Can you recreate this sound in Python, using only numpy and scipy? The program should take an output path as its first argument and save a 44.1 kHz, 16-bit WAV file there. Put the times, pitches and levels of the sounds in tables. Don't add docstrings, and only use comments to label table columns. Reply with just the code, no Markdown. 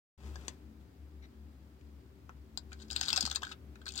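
import sys
import numpy as np
from scipy import signal
from scipy.fft import rfft, irfft
from scipy.io import wavfile
from scipy.ndimage import uniform_filter1d

SR = 44100
rng = np.random.default_rng(int(sys.argv[2]) if len(sys.argv) > 2 else 0)


def put_to_file(sound):
    columns = np.atleast_2d(sound).T
    safe = np.clip(columns, -1, 1)
    whole_steps = np.round(safe * 32767)
    wavfile.write(sys.argv[1], SR, whole_steps.astype(np.int16))


def level_to_linear(level):
    exponent = np.asarray(level, float) / 20
    return 10 ** exponent


N = 176400
HIT_N = 2048


def evened(x):
    return x / np.sqrt(np.mean(x ** 2) + 1e-20)


def read(points, hz):
    f, value = np.transpose(points)
    return np.interp(np.log(hz + 1), np.log(f + 1), value)


def curve(points):
    return np.interp(np.arange(N) / SR, *np.transpose(points))


def ring(x, hz, width_hz):
    radius = np.exp(-np.pi * width_hz / SR)
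    w = 2 * np.pi * hz / SR
    return signal.lfilter([0, np.sin(w)], [1, -2 * radius * np.cos(w), radius ** 2], x)


def colour(x, points):
    log_gain = np.log(level_to_linear(read(points, abs(np.fft.fftfreq(2048, 1 / SR)))))
    spectrum = np.exp(log_gain - 1j * signal.hilbert(log_gain).imag)
    taps = np.fft.ifft(spectrum).real[:1024]
    return signal.oaconvolve(x, taps)[:len(x)]


# (frequency [Hz], level per Hz [dB])
ROOM_NOISE = [(35, -65), (58, -4), (90, 2.5), (380, -9.5), (560, -15), (2000, -24.5), (10500, -39),
              (15000, -34)]
# (frequency [Hz], width [Hz], level [dB])
VENT_HUMS = [(70.4, 7.9, -54), (218.1, 7.4, -65), (256.6, 3.1, -69.5), (297, 53, -66.5),
             (382.2, 8.7, -69.5)]
# (frequency [Hz], correlation [0-1])
ROOM_LIKENESS = [(60, 1), (300, 0.9), (700, 0.0209)]
# (frequency [Hz], left over right [dB])
ROOM_BALANCE = [(60, 5), (2400, 1)]


def air():
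    hz = np.fft.rfftfreq(N, 1 / SR)
    a, b, c, d = rng.standard_normal((4, len(hz)))
    power = evened(level_to_linear(read(ROOM_NOISE, hz))) ** 2 * level_to_linear(2 * -59.5)
    for f, width, db in VENT_HUMS:
        bump = 1 / (1 + (2 * (hz - f) / width) ** 2) ** 2
        power = power + level_to_linear(2 * db) * bump / bump.mean()
    same = np.clip(read(ROOM_LIKENESS, hz), -1, 1)
    left = a + 1j * b
    right = same * left + np.sqrt(1 - same ** 2) * (c + 1j * d)
    balance = level_to_linear(read(ROOM_BALANCE, hz) / 2 * np.array([[1], [-1]]))
    return irfft(np.array([left, right]) * np.sqrt(power * N / 2) * balance, N)


# (time [s], level [dB])
GLOVE_SLIDE = [
    (.18, -65.5),
    (.3, -68),
    (.5, -63.5),
    (.6, -83),
    (.78, -93),
    (.81, -74),
    (.86, -89),
]


def glove():
    pressure = evened(uniform_filter1d(rng.standard_normal(N), size=200))
    grain = rng.standard_normal(N) * level_to_linear(2 * pressure)
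    cloth = colour(grain, [(500, -5), (8000, -17.5), (10000, -28.5)])
    return level_to_linear(curve(GLOVE_SLIDE)) * evened(cloth)


# (frequency [Hz], level [dB])
SQUEAK_BANDS = [(2060, 2), (3980, -0.5), (5750, -8)]


def squeak_and_thump():
    t = np.arange(N) / SR
    start_s, length_s, fade_s = 1.219, 0.045, 0.0089
    gate = np.clip(np.minimum(t - start_s, start_s + length_s - t) / fade_s, 0, 1)
    squeak = sum(evened(ring(rng.standard_normal(N), hz, 200)) * level_to_linear(db) for hz, db in SQUEAK_BANDS)
    thump_s, thump_hz, width_hz = 3.234, 240, 110
    push = (np.arange(N) == round(thump_s * SR)).astype(float)
    thump = ring(ring(push, thump_hz, width_hz), thump_hz, width_hz)
    return level_to_linear(-68) * gate * squeak + level_to_linear(-42) * thump / abs(thump).max()


def modes(x, table, grip=np.zeros((9, 2))):
    spread_db, detune, widen = 11, 0.016, 3
    out = 0
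    for k, (hz, width, db) in enumerate(table):
        strength = (-1) ** k * level_to_linear(db + spread_db * grip[k, 0]) * np.sqrt(width)
        out = out + strength * ring(x, hz * (1 + detune * grip[k, 1]), width * widen)
    return out


# (frequency [Hz], width [Hz], level [dB])
HOLLOW_MODES = [(788, 23, -7.5), (1120, 420, -3), (1520, 42, 1.5), (2355, 340, -8.5)]


def hollow(x, grip=np.zeros((9, 2))):
    return modes(x, HOLLOW_MODES, grip)


# (frequency [Hz], width [Hz], level [dB])
SHELL_MODES = [(2635, 13, -8), (3230, 42, -4), (4280, 63, -9.5), (4083, 430, 2), (4870, 234, 4),
               (6410, 64, 1), (7370, 67, -6)]
# (frequency [Hz], level [dB])
SNAP_COLOUR = [(900, -23), (1500, -19), (2000, -9.5), (4900, 8.5), (5800, 2), (8500, 3.5), (10200, -31)]


def tin(x, grip=np.zeros((9, 2))):
    return level_to_linear(-3) * evened(colour(x, SNAP_COLOUR)) + level_to_linear(-4) * evened(modes(x, SHELL_MODES, grip))


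# (time [s], level [dB])
KEY_EFFORT = [(2.69, -83), (2.72, -69), (2.76, -77.5), (2.82, -60.5), (2.87, -79), (2.91, -55.5),
              (3.06, -51), (3.17, -48.5), (3.3, -56), (3.40, -68.5), (3.52, -56), (3.56, -104.5),
              (3.845, -77), (3.87, -74), (4.0, -49)]


def rattle():
    ticks_per_s, spread_db = 2500, 2.5
    strength = level_to_linear(spread_db * np.minimum(rng.exponential(1, N), 4))
    ticks = strength * (rng.random(N) < ticks_per_s / SR) * rng.standard_normal(N)
    return level_to_linear(curve(KEY_EFFORT) - 2) * (evened(tin(ticks)) + level_to_linear(-7) * evened(hollow(ticks)))


def fizz(x):
    level = np.sqrt(abs(uniform_filter1d(x ** 2, round(0.0099 * SR))))
    high = signal.butter(10, 11850, "high", fs=SR, output="sos")
    return level_to_linear(-18.5) * level * signal.sosfilt(high, rng.standard_normal(N))


def tap(peak_db, body):
    contact_s = 0.0018
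    hit = rng.standard_normal(HIT_N) * np.exp(-np.arange(HIT_N) / SR / contact_s)
    sound = 0
    for hz, width, db in body:
        mode = ring(hit, hz, width)
        sound = sound + level_to_linear(db) * np.sqrt(width) * mode / abs(mode).max()
    return level_to_linear(peak_db) * sound / abs(sound).max()


def knock(peak_db, hz):
    q = 4.6
    push = (np.arange(HIT_N) == 0).astype(float)
    sound = ring(ring(push, hz, hz / q), hz, 2 * hz / q)
    return level_to_linear(peak_db) * sound / abs(sound).max()


def click(peak_db, hz, knock_db, rasp_db):
    grip = rng.uniform(-2.0, 1, (9, 2))
    contact_s = 0.00046 + 0.003 * level_to_linear(rasp_db)
    u = np.arange(HIT_N) / SR / contact_s
    hit = np.diff(rng.standard_normal(HIT_N + 1)) * u ** 0.34 * np.exp(-2 * u)
    spot_width_hz = 800
    spot = ring(ring(hit, hz, spot_width_hz), hz, 2 * spot_width_hz)
    bright = level_to_linear(4) * evened(spot) + evened(tin(hit, grip))
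    low = hollow(hit, grip[::-1])
    return level_to_linear(peak_db) * (bright / abs(bright).max() + level_to_linear(knock_db + 10.0) * low / abs(low).max())


# (time [s], peak level [dB], ring [Hz], hollow knock level [dB], rasp [dB])
HANDLING = [(0.356, -47.5, 6650, -26, -3), (0.4812, -30.5, 7550, -31, -8.5), (1.8103, -61, 2340, -23, 4),
            (2.2923, -62, 2310, -10, -19.5), (2.5745, -28, 4760, -26, -15), (2.717, -47.5, 2240, -12, 13.5),
            (2.7298, -40.5, 4320, -13.5, -7), (2.7988, -50.5, 3440, -20, 8), (2.8208, -42.5, 4340, -39, 6),
            (3.7552, -56.5, 3500, -2.5, 4.5), (3.8154, -52.5, 3640, -10, 5.5)]
WINDING_CLICKS = [(2.8818, -56, 5170, -27, -1), (2.9028, -31, 3330, -32, -5.5),
                  (2.9112, -28, 4940, -37, -7), (2.9294, -31, 4870, -52, -11),
                  (2.9617, -20.5, 4140, -52, -7), (2.9646, -33, 4550, -25, -32),
                  (2.9805, -45, 4060, -15, -5), (3.0109, -22, 4600, -18, -2.5),
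                  (3.028, -30, 4840, -22.5, 9), (3.0348, -31, 4580, -12, -17), (3.041, -36, 5000, -24, -2),
                  (3.0748, -52, 4960, -16, 9), (3.0827, -23, 3540, -39.5, -7), (3.0877, -28, 4780, -20, 2),
                  (3.1025, -22.5, 3470, -35, 2.5), (3.1288, -16.5, 5130, -30, -5.5),
                  (3.1334, -31, 4880, -25, -4)]
MORE_WINDING_CLICKS = [(3.161, -22, 4900, -26.5, 2.5), (3.1641, -28.5, 4650, -27, 8),
                       (3.1673, -21.5, 4500, -28.5, -13), (3.1751, -19.5, 5040, -33, -9.5),
                       (3.178, -31, 4430, -10, -6), (3.2076, -21, 4870, -49, -2),
                       (3.2252, -27.5, 4800, -31, -7), (3.2521, -24, 4880, -26, 0),
                       (3.2619, -26.5, 4980, -26.5, -1), (3.2992, -34, 4800, -35, -14),
                       (3.3136, -24.5, 3860, -24, -3), (3.3481, -35.5, 8350, -25, 0),
                       (3.353, -37, 3440, -28, -5), (3.3579, -19.5, 4480, -38, -1),
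                       (3.4202, -41.5, 4320, -9.5, 0), (3.4298, -40, 3260, -32, -6),
                       (3.4319, -31, 3300, -12.5, -1), (3.4493, -37, 3600, -44, -1),
                       (3.469, -42.5, 3280, -9, -22), (3.4926, -53, 4270, -7, 3.5),
                       (3.5146, -43, 3610, -10.5, 8.5), (3.5267, -45, 2530, -9, -2)]
NEXT_TURN = [
    (3.8565, -41.5, 4280, -20, -2),
    (3.8645, -36, 4600, -13.5, 10),
    (3.8868, -35, 4530, -32, -2),
    (3.9036, -42, 3540, -37, 5),
    (3.9204, -38, 7100, -34, 1),
    (3.9385, -37, 6850, -42, -11),
    (3.9548, -36.5, 7140, -23, 9.5),
    (3.9682, -34.5, 3650, -30, 5.5),
    (3.9769, -26.5, 4300, -48, 1.5),
    (3.987, -29, 3730, -25, 4),
]
# (time [s], peak level [dB], ring [Hz])
SPRING_SLIPS = [(2.920, -33, 5050), (2.969, -33.5, 3550), (2.9735, -42, 4000), (2.993, -36, 4520),
                (3.0535, -36, 4870), (3.0596, -34, 4940), (3.0946, -34, 3300), (3.2132, -32, 4800),
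                (3.2287, -28.5, 4800), (3.2756, -34, 4550), (3.3113, -34, 3500), (3.327, -37, 6520),
                (3.52, -39, 3260), (3.8802, -30, 4570), (3.89, -32, 4270), (3.8935, -45, 4460),
                (3.9082, -44, 3530), (3.948, -41, 3280), (3.959, -41, 7000), (3.983, -34, 3400),
                (3.9914, -28, 3700)]
# (time [s], peak level [dB], pitch [Hz])
BASE_KNOCKS = [(2.918, -55.5, 800), (3.012, -54, 1400), (3.082, -44, 1490), (3.13, -42, 874),
               (3.167, -41, 1180), (3.224, -48, 826), (3.272, -49.5, 800), (3.276, -40, 1250),
               (3.316, -40, 1530), (3.325, -46, 1430), (3.361, -37.5, 1633), (3.371, -46, 1150),
               (3.419, -51, 950), (3.429, -38, 1100), (3.514, -44.5, 1338), (3.864, -45, 1730)]
# (time [s], peak level [dB])
RIM_TOUCH = (.357, -40)
BASE_TOUCH = (2.2935, -39.5)
KEY_TOUCH = (2.5745, -26)
LID_TOUCH = (.4812, -28)
# (frequency [Hz], width [Hz], level [dB])
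RIM_MODES = [(1680, 87, 5), (3450, 190, -2.5), (4700, 330, -2.5), (6360, 170, -3.5)]
BASE_MODES = [(800, 200, -5.5), (1330, 540, 6), (2390, 230, -32.5), (5730, 620, -8.5)]
KEY_MODES = [(963, 39, -16), (1107, 64, -10), (1541, 44, -7.5), (4550, 68, 1), (4800, 160, 4),
             (6520, 77, -4), (7400, 91, -11), (7390, 75, -3)]
LID_MODES = [(600, 400, -15), (1130, 240, -10), (3580, 300, -4.5), (4760, 350, -2), (6150, 270, 5),
             (7700, 560, -5), (8380, 300, -11)]


def clicks():
    hits = []
    for s, *row in HANDLING + WINDING_CLICKS + MORE_WINDING_CLICKS + NEXT_TURN:
        hits.append((s, click(*row)))
    for s, db, hz in SPRING_SLIPS:
        hits.append((s, click(db, hz, knock_db=-29.5, rasp_db=-7.5)))
    for s, db, hz in BASE_KNOCKS:
        hits.append((s, knock(db, hz)))
    for (s, db), body in ((RIM_TOUCH, RIM_MODES), (BASE_TOUCH, BASE_MODES),
                          (KEY_TOUCH, KEY_MODES), (LID_TOUCH, LID_MODES)):
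        hits.append((s, tap(db, body)))
    out = np.zeros(N + HIT_N)
    for s, sound in hits:
        out[round(s * SR):][:HIT_N] += sound
    return out[:N]


# (frequency [Hz], left over right [dB])
BODY_SHADOW = [(2400, 2), (4500, 9), (5800, 7.5), (7500, 38), (13000, 13)]
# (frequency [Hz], phase lag [rad])
PORT_LAG = [(0, -0.5), (1460, 1.5), (5000, 11.5), (16000, 31)]


def ports(x):
    likeness, scatter_hz = 0.82, 3500
    hz = np.fft.rfftfreq(N, 1 / SR)
    scatter = rng.standard_normal(128) * np.exp(-np.arange(128) / 30)
    scattered = rfft(scatter / np.linalg.norm(scatter), N) * hz / (hz + scatter_hz)
    path = likeness + np.sqrt(1 - likeness ** 2) * scattered
    path = path * level_to_linear(-read(BODY_SHADOW, hz)) * np.exp(-1j * np.interp(hz, *np.transpose(PORT_LAG)))
    return np.array([x, irfft(rfft(x) * path, N)])


# (frequency [Hz], time to fall 60 dB [s])
ROOM_DECAY = [(500, 0.13), (9000, 0.052)]


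def echo(x):
    taps = np.zeros((2, SR // 2))
    at = np.arange(120, SR // 2 - 20, 20)
    at = at + rng.integers(0, 20, (2, len(at)))
    np.put_along_axis(taps, at, rng.choice([-1., 1.], at.shape), 1)
    hz, t, z = signal.stft(taps, SR, nperseg=128)
    decay = level_to_linear(-60 * t / read(ROOM_DECAY, hz)[:, None])
    tail = signal.istft(z * decay, SR, nperseg=128)[1]
    return signal.fftconvolve(x, tail / np.linalg.norm(tail[0]), axes=1)[:, :N]


def scene():
    toy_top = signal.butter(8, 8880, fs=SR, output="sos")
    metal = signal.sosfilt(toy_top, clicks() + rattle())
    toy = ports(level_to_linear(5.0) * (metal + fizz(metal) + glove() + squeak_and_thump()))
    return toy + level_to_linear(-8.5) * echo(toy) + air()


def top_cut(x):
    return signal.sosfilt(signal.butter(12, 16640, fs=SR, output="sos"), x)


# (time [s], gain [dB])
CAMERA_GAIN = [
    (.18, -7),
    (.26, 4),
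    (.5, 0.5),
    (.8, -1.5),
    (2.5, -1.5),
    (3.2, 2.5),
    (4.0, -1),
]


def record(dry):
    start_s, fade_s = 0.1762, 0.0034
    opening = np.clip((np.arange(N) / SR - start_s) / fade_s, 0, 1)
    x = dry * level_to_linear(curve(CAMERA_GAIN)) * opening
    band_limit = signal.firwin(1023, 15980, window=("kaiser", 9), fs=SR)
    x = signal.oaconvolve(x, band_limit[None], "same")
    return top_cut(x)


dry = scene()
out = record(dry)
put_to_file(out)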